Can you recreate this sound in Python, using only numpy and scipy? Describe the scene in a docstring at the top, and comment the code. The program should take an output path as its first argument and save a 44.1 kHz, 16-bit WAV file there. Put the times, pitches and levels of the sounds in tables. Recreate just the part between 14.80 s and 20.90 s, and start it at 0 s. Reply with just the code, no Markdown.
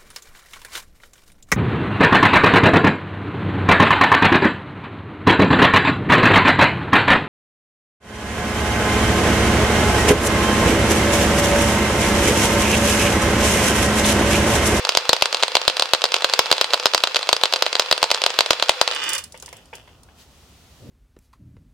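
"""A room with a laminate floor, the microphone close to a pen of wooden blocks. Glass marbles murmur
down a winding wooden track and drop in one by one. Each rings the floor with a hard clack and bounces on;
the loudest clacks overload the microphone. The last marble chatters across the floor into the heap behind
the blocks, which clicks and settles. Then the room's low rumble and hiss remain, with a soft swish and a
few dull bumps as a hand comes near."""
import sys
import numpy as np
from scipy import signal
from scipy.fft import rfft, irfft, next_fast_len
from scipy.io import wavfile
from scipy.ndimage import map_coordinates

SR = 44100
rng = np.random.default_rng(int(sys.argv[2]) if len(sys.argv) > 2 else 0)


def dump_mix(stems):
    """Bounce the given channels to the path in sys.argv[1] as a 16-bit WAV at rate SR."""
    frames = np.atleast_2d(stems).T  # one column per channel
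    limited = np.clip(frames, -1, 1)  # hard clip at full scale
    pcm = np.round(limited * 32767).astype(np.int16)
    wavfile.write(sys.argv[1], SR, pcm)


N = 269010
TIME = np.arange(N) / SR


def from_db(db):
    return 10 ** (np.asarray(db) / 20)


def rms_one(x):
    return x / np.sqrt(np.mean(x ** 2) + 1e-20)


def unit_energy(x):
    return x / np.sqrt(np.sum(x ** 2, axis=-1, keepdims=True))


def in_time(rows):
    """A curve of (time_s, level_db) rows, read at every sample."""
    return np.interp(TIME, *np.transpose(rows))


def at_hz(points, hz):
    """A spectrum read on a log-frequency axis."""
    freqs_hz, values = np.transpose(points)
    return np.interp(np.log(hz + 1), np.log(freqs_hz), values)


def cut(x, hz, kind, order=2):
    """Butterworth low- or high-pass."""
    return signal.sosfilt(signal.butter(order, hz, kind, fs=SR, output="sos"), x + 1e-18)


def pan(x, left_db):
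    """Set the left channel left_db above the right."""
    return x * from_db([[left_db / 2], [-left_db / 2]])


def through(x, response):
    """Play a signal through an impulse response."""
    return signal.fftconvolve(np.atleast_2d(x), np.atleast_2d(response), axes=-1)[:, :N]


def body(modes, size=4096):
    """Impulse response of parallel resonances, signs alternating."""
    impulse = signal.unit_impulse(size) + 1e-18
    out = 0
    for k, (hz, width, db) in enumerate(modes):
        r = np.exp(-np.pi * width / SR)
        poles = [1, -2 * r * np.cos(2 * np.pi * hz / SR), r * r]
        out = out + (-1) ** k * from_db(db) * (1 - r * r) * signal.lfilter([1, 0, -1], poles, impulse)
    return unit_energy(out)


def varied(modes, detune, spread_db):
    """The same modes met at another spot: pitches and strengths shift a little."""
    shifts, gains = rng.standard_normal((2, len(modes)))
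    return [(hz * np.exp(detune * shift), width, db + spread_db * gain)
            for (hz, width, db), shift, gain in zip(modes, shifts, gains)]


def colour(spectrum, size=4096):
    """The shortest causal impulse response that has this spectrum."""
    magnitude = from_db(at_hz(spectrum, np.fft.rfftfreq(size, 1 / SR)))
    cepstrum = irfft(np.log(magnitude))
    cepstrum[1:size // 2] *= 2
    cepstrum[size // 2 + 1:] = 0
    return unit_energy(irfft(np.exp(rfft(cepstrum))))


def grains(per_s, spread_db):
    """Two unrelated streams of tiny contacts of uneven size."""
    sizes = from_db(spread_db * np.clip(rng.standard_normal((2, N)), -2, 2))
    signs = rng.choice([-1, 1], (2, N))
    return rms_one(sizes * signs * (rng.random((2, N)) < per_s / SR))


def blows(rows, response):
    """Every (start_s, level_db) row sounds one call of the stereo response."""
    out = np.zeros((2, N))
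    for s, db in rows:
        start = int(np.clip(round(s * SR), 0, N - 1))
        sound = response()
        out[:, start:start + sound.shape[1]] += from_db(db) * sound[:, :N - start]
    return out


def dying(rows, t60_s):
    """An envelope that jumps up at every (start_s, level_db) row and dies away."""
    return sum((TIME >= s) * from_db(db - 60 * np.clip((TIME - s) / t60_s, 0, 2)) for s, db in rows)


def swells(rows):
    """Smooth humps of level from (centre_s, width_s, level_db) rows."""
    return sum(from_db(db) * np.exp(-((TIME - s) / width) ** 2 / 2) for s, width, db in rows)


# how alike the two sides of the microphone hear the room: frequency_hz, correlation
STEREO_LIKENESS = [(60, 1), (300, 0.8192), (600, 0.95), (1300, 0.6), (3000, 0.24333), (12000, 0.4)]
def widen(pair):
    """Two unrelated signals become left and right: alike in the bass, apart in the treble."""
    size = pair.shape[1]
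    padded = next_fast_len(size, True)
    mid, side = rfft(pair, padded)
    alike = at_hz(STEREO_LIKENESS, np.fft.rfftfreq(padded, 1 / SR))
    spectra = np.sqrt((1 + alike) / 2) * mid + np.sqrt((1 - alike) / 2) * side * [[1], [-1]]
    return irfft(spectra, padded)[:, :size]


def noise(spectrum):
    """Coloured stereo noise, rms 1."""
    return rms_one(through(widen(rng.standard_normal((2, N))), colour(spectrum)))


def scatter(t60_s, delay_s=0):
    """Dense reflections that set in after a delay and die away."""
    t = TIME[:SR // 2 if t60_s > .1 else 3072]
    return unit_energy(widen(rng.standard_normal((2, len(t)))) * from_db(-60 * t / t60_s) * (t > delay_s))


# the room's rumble and hiss, and the tone of a dull bump: frequency_hz, density_db
RUMBLE_SPECTRUM = [(15, -54.5), (25, -29), (66, -9), (125, -17), (253, -21.5), (327, -26), (368, -24.5),
                   (468, -26.5), (718, -26.5), (1500, -32.5), (1950, -78), (3300, -120)]
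HISS_SPECTRUM = [(530, -59.5), (900, -22), (1770, -8.5), (2070, -8), (2150, -9.5), (3140, -6), (3500, -7),
                 (6580, -10.5), (7680, -13.5), (15500, -21)]
BUMP_SPECTRUM = [(30, -24), (80, -4), (120, 2), (170, -1), (280, -7), (500, -10), (800, -27), (2500, -52)]
# rise and fall of the rumble and the hiss: time_s, level_db
RUMBLE_CURVE = [(4.0, -73), (4.3, -52.5), (6.1, -53)]
HISS_CURVE = [(4.5, -57.5), (5.3, -62.5), (5.58, -55.5)]
# a hand coming near: centre_s, width_s, level_db
HAND_SWISH = [(5.41, 0.022, -53)]
HAND_BUMPS = [(6.03, 0.016, -43), (6.073, 0.014, -40.5), (6.098, 0.0063, -38)]
def room_tone():
    """All around, low rumble and faint hiss; a hand comes near with a swish and a few dull bumps."""
    rumble = from_db(in_time(RUMBLE_CURVE)) * noise(RUMBLE_SPECTRUM)
    hiss = (from_db(in_time(HISS_CURVE)) + swells(HAND_SWISH)) * noise(HISS_SPECTRUM)
    return rumble + hiss + swells(HAND_BUMPS) * noise(BUMP_SPECTRUM)


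# marbles rolling in the groove: time_s, relative_level_db
ROLL_CURVE = [(0.0, -27.5), (0.95, -29), (1.26, -31), (1.59, -26), (2.16, -30.5), (3.54, -28.5),
              (3.92, -29.5), (4.1, -28)]
# tone of the wooden track: frequency_hz, density_db
TRACK_SPECTRUM = [(88, -52), (150, -25), (278, -38.5), (486, 1), (556, -9), (1200, -1), (2020, -4),
                  (2650, 0), (3820, -7.5), (4290, -5), (4810, -3), (5510, -10), (6680, -15.5),
                  (11500, -30.5), (15000, -32.5)]
# ringing of the track board: pitch_hz, width_hz, level_db
BOARD_MODES = [(506.6, 41, 1), (755, 93, -8), (888, 65, -1.5), (1067, 27, -4), (1438, 31, -7),
               (2680, 23, -3), (3433, 47, 1.5), (4050, 70, -0.5)]
def rolling(level_db=-3.0, ring_db=-5, tick_db=-6):
    """Up on the track, marbles murmur over the grain, tick against the bends and set the board ringing."""
    on_track = np.interp(TIME, [4.1, 4.36], [1, 0])
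    envelope = on_track * from_db(in_time(ROLL_CURVE) + level_db)
    grain = grains(per_s=9000, spread_db=3)
    ticks = through(grains(per_s=210, spread_db=24.5), scatter(t60_s=0.014))
    contacts = widen(grain + from_db(tick_db) * ticks)
    wood = through(contacts, colour(TRACK_SPECTRUM))
    ring = through(widen(rng.standard_normal((2, N))), body(BOARD_MODES))
    return pan(envelope * (rms_one(wood) + from_db(ring_db) * rms_one(ring)), left_db=-0.9)


# marbles nudging the blocks: start_s, relative_level_db
BLOCK_KNOCKS = [(4.542, -21), (4.625, -23.5), (4.679, -26.5), (4.727, -21.5), (4.775, -44), (4.929, -17),
                (4.983, -39), (5.075, -30), (5.286, -34)]
# ringing of a wooden block: pitch_hz, width_hz, level_db
BLOCK_MODES = [(480, 120, -1), (930, 210, 2.5), (1580, 200, -0.5), (2080, 640, 0), (2300, 270, -1)]
def block_knocks(level_db=8):
    """The heap nudges the pen, and the blocks answer with small woody knocks."""
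    def knock():
        wood = body(varied(BLOCK_MODES, detune=0.043, spread_db=-1.5))
        return through(wood, scatter(t60_s=0.057))
    return from_db(level_db) * cut(blows(BLOCK_KNOCKS, knock), 5400, "low")


# the open floor between the blocks, under rocking and hopping marbles: pitch_hz, width_hz, level_db
OPEN_FLOOR_MODES = [(500, 260, 3.5), (920, 350, -1.5), (1160, 200, -2), (1520, 260, -2), (1960, 310, -1.5),
                    (2393, 290, 0), (2920, 550, 5), (3570, 250, -1), (4720, 500, -9)]
def rocking(level_db=-26, t60_s=.42):
    """After each knock the settling marbles rock on the floor for a while: faint dry ticks."""
    ticks = widen(grains(per_s=300, spread_db=2))
    return through(from_db(level_db) * dying(BLOCK_KNOCKS, t60_s) * ticks, body(OPEN_FLOOR_MODES))


def last_marble(start_s=4.11, heap_s=4.358, level_db=-25.5, swell_db_per_s=6.5, fade_db_per_s=290,
                first_hops_per_s=95, most_hops_per_s=520, doubling_s=0.093, jitter=.2, uneven_db=5.5):
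    """Ever quicker hops across the open floor blur into a buzz that swells, then dies in the heap."""
    crossing_s = np.clip(TIME, start_s, heap_s) - start_s
    in_heap_s = np.maximum(TIME - heap_s, 0)
    db = level_db + swell_db_per_s * crossing_s - fade_db_per_s * in_heap_s
    per_s = np.minimum(first_hops_per_s * 2 ** (crossing_s / doubling_s), most_hops_per_s)
    unsteady = np.interp(TIME, np.linspace(0, TIME[-1], 1200), rng.standard_normal(1200))
    hop_count = np.floor(np.cumsum(per_s * np.exp(jitter * unsteady) * (crossing_s > 0)) / SR)
    at = np.flatnonzero(np.diff(hop_count, prepend=0) * (db > -60))
    # quicker hops each carry less energy
    hop_db = db + 10 * np.log10(SR / per_s) + uneven_db * rng.uniform(-1.2, 1, N)
    hop = through(body(OPEN_FLOOR_MODES, size=2048), scatter(t60_s=0.013))
    buzz = blows(zip(TIME[at], hop_db[at]), lambda: hop)
    return pan(cut(cut(buzz, 6800, "low"), 350, "high"), left_db=-2.0)


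# glass against glass in the heap: start_s, relative_level_db
HEAP_CLICKS = [(4.148, -10.5), (4.2373, -10), (4.2912, -4), (4.333, -5), (4.349, -7), (4.38, -5.5),
               (4.439, -13), (4.5225, -18.5), (4.575, -21), (4.5997, -19), (4.6242, -14.5), (4.6603, -15.5),
               (4.6886, -20.5), (4.728, -18), (4.768, -23.5), (4.8565, -31), (4.953, -16.5), (5.233, -26)]
# tone of a glass click: frequency_hz, density_db
GLASS_SPECTRUM = [(1500, -20), (3500, -4), (5300, 2.5), (7000, 2), (8800, 1.5), (10300, -0.5),
                  (11500, -9.5), (15500, -13.5)]
def heap_clicks(level_db=2, jostle_db=-10.5, jostle_db_per_db=1.9):
    """Glass meets glass, no two clicks alike; a hard one jostles its neighbours far more than a soft one."""
    def click():
        spectrum = [(hz, db + 4 * rng.standard_normal()) for hz, db in GLASS_SPECTRUM]
        return through(colour(spectrum), scatter(t60_s=0.025))
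    shoves = [(s, jostle_db + jostle_db_per_db * db) for s, db in HEAP_CLICKS]
    jostle = dying(shoves, t60_s=0.055) * grains(per_s=800, spread_db=3)
    clicks = from_db(level_db) * blows(HEAP_CLICKS, click)
    return pan(clicks + through(jostle, colour(GLASS_SPECTRUM)), left_db=-1.0)


# reflections off the track's tower and the blocks: left_delay_s, right_delay_s, left_gain, right_gain
NEAR_ECHOES = [(.00066, 0.000748, 0.0747, 0.051), (.00154, 0.00152, 0.23, 0.36),
               (.00198, 0.0022, 0.41, .12), (.0033, 0.0029, 0.45, 0.13)]
def block_echoes(size, wander=0.038, lowest_hz=1400):
    """Echoes whose delays shift with each bounce; the blocks are too small to reflect the bass."""
    stretch = np.exp(wander * rng.standard_normal())
    echoes = sum(np.sinc(np.arange(size) - SR * stretch * np.array([[left_s], [right_s]]))
                 * [[left], [right]] for left_s, right_s, left, right in NEAR_ECHOES)
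    pole = np.exp(-2 * np.pi * lowest_hz / SR)
    return signal.lfilter([1, -1], [1, -pole], echoes)


def shaded(modes, side, shade_db=-2, above_hz=3600, narrowest_hz=420):
    """Treble modes at one side of the microphone: all well damped, the highest weaker on the left (0)."""
    return [(hz, max(width, narrowest_hz), db + shade_db * (side == 0) * (hz > above_hz))
            for hz, width, db in modes]


# the laminate under a falling marble: pitch_hz, width_hz, level_db
LAMINATE_MODES = [(528, 202, 0), (969, 283, 2.5), (1231.5, 830, -3), (2030, 266.46, -3.5), (2980, 1490, -2),
                  (4104, 720, 3.5), (4730, 214, 2.5), (7400, 3200, -11), (8730, 540, -7),
                  (14000, 1600, -14.5)]
def clack(scatter_db=-13):
    """One contact: the floor's ring reaches the microphone directly, as scatter and as close echoes."""
    modes = varied(LAMINATE_MODES, detune=0.031, spread_db=1.13)
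    ring = []
    for side in range(2):
        treble = varied(shaded(modes[2:], side), detune=0.014, spread_db=1.5)
        ring.append(body(modes[:2] + treble, size=768))
    paths = from_db(scatter_db) * scatter(t60_s=0.082, delay_s=0.003)
    paths[:, 0] += 1   # the direct sound
    return through(ring, unit_energy(paths + block_echoes(paths.shape[1])))


# each marble lands, rebounds, then bounces out (levels relative):
# start_s, landing_db, first_flight_s, rebound_db, restitution, next_bounce_db
MARBLE_DROPS = [(.0505, -11, .071, -20, .6, -24), (.0915, -4, .059, -8.5, .6, -19),
                (.1721, -1, .1206, 0, .601, -15), (.3309, -.5, .126, -9, .559, -12),
                (.4224, -.5, .1232, -8.5, .655, -8), (.6338, -3.5, .1191, -1.5, .526, -16),
                (.7681, -6, .1305, -13, .536, -12.5), (.8789, 1, .1174, -6.5, .513, -19),
                (1.0227, -5.5, .1253, -10.5, .563, -13.5), (1.1346, 0, .1193, -12, .553, -13.5),
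                (1.2401, -3.5, .1245, -12.5, .458, -15), (1.3419, -4, .1025, -3, .517, -16),
                (1.5365, -5, .1219, -16.5, .557, -16), (1.5916, 1.5, .1227, -.5, .542, -14),
                (1.7263, -5.5, .117, -11.5, .538, -19), (1.8122, -3, .1225, -5, .519, -16),
                (1.9417, -6, .1249, -10, .556, -10.5), (2.0568, -.5, .1216, -13, .51, -17),
                (2.1467, -2, .1258, -12, .583, -12), (2.2373, -3, .1223, -7.5, .569, -15.5),
                (2.3664, -7.5, .124, -4.5, .605, -13), (2.5289, -1, .1269, -10, .545, -12.5),
                (2.6355, -1.5, .1248, -12.5, .504, -15), (2.7368, -5, .1273, -9.5, .509, -12.5),
                (2.8232, -5, .1301, -8, .525, -17), (2.9961, -2, .1167, -3.5, .562, -15),
                (3.126, -3.5, .1144, -9, .555, -12.5), (3.2288, -2.5, .1169, -10.5, .618, -11.5),
                (3.3141, -4, .1245, -7.5, .523, -16), (3.4631, -4, .1257, -1.5, .574, -13.5),
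                (3.6069, -3.5, .1249, -12, .531, -15), (3.7067, .5, .1182, -5, .505, -18.5),
                (3.8934, 1, .1201, -.5, .525, -8.5)]
def bounces(count=4, loss_db=6.5, gentle_restitution=.75, gentle_share=.22):
    """Every floor contact as (start_s, level_db): flights shorten and the late bounces grow softer."""
    for s, landing_db, flight_s, rebound_db, restitution, bounce_db in MARBLE_DROPS:
        yield s, landing_db
        s += flight_s
        yield s, rebound_db
        for k in range(count):
            flight_s *= restitution
            s += flight_s
            yield s, bounce_db - k * loss_db
            restitution += gentle_share * (gentle_restitution - restitution)   # slow bounces lose less


def landings(level_db=20.5, left_top_hz=6200, right_top_hz=8600, low_cut_hz=335, right_lag_s=.00003):
    """All marbles land near one spot by the microphone: a little duller left, a moment later right."""
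    left, right = cut(blows(bounces(), clack), low_cut_hz, "high", order=3)
    left, right = cut(left, left_top_hz, "low"), cut(right, right_top_hz, "low")
    right = map_coordinates(right, [np.arange(N) - right_lag_s * SR], order=3)
    return from_db(level_db) * pan(np.array([left, right]), left_db=-0.5)


def scene(landing_wet_db=-17, heap_wet_db=-10):
    """The landings face the microphone; the heap, behind the blocks, is heard more by way of the room."""
    walls = scatter(t60_s=0.15, delay_s=0.0054)
    background = rolling() + room_tone()
    near = landings()
    hidden = rocking() + heap_clicks() + block_knocks() + last_marble()
    room = through(from_db(landing_wet_db) * near + from_db(heap_wet_db) * hidden, walls)
    return background + cut(room, 19000, "low", order=1) + hidden + near


def record(dry, ceiling=.97, thud_db=-16, thud_hz=150, top_hz=16000):
    """The loudest clacks clip flat and the overload kicks the microphone into a thud; the top is cut."""
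    clipped = np.clip(dry, -ceiling, ceiling)
    overload = np.abs(dry - clipped)
    thud = pan(from_db(thud_db) * cut(overload, thud_hz, "low"), left_db=-13.5)
    return signal.sosfilt(signal.ellip(8, .2, 70, top_hz, fs=SR, output="sos"), clipped + thud)


dry = scene()
out = record(dry)
dump_mix(out)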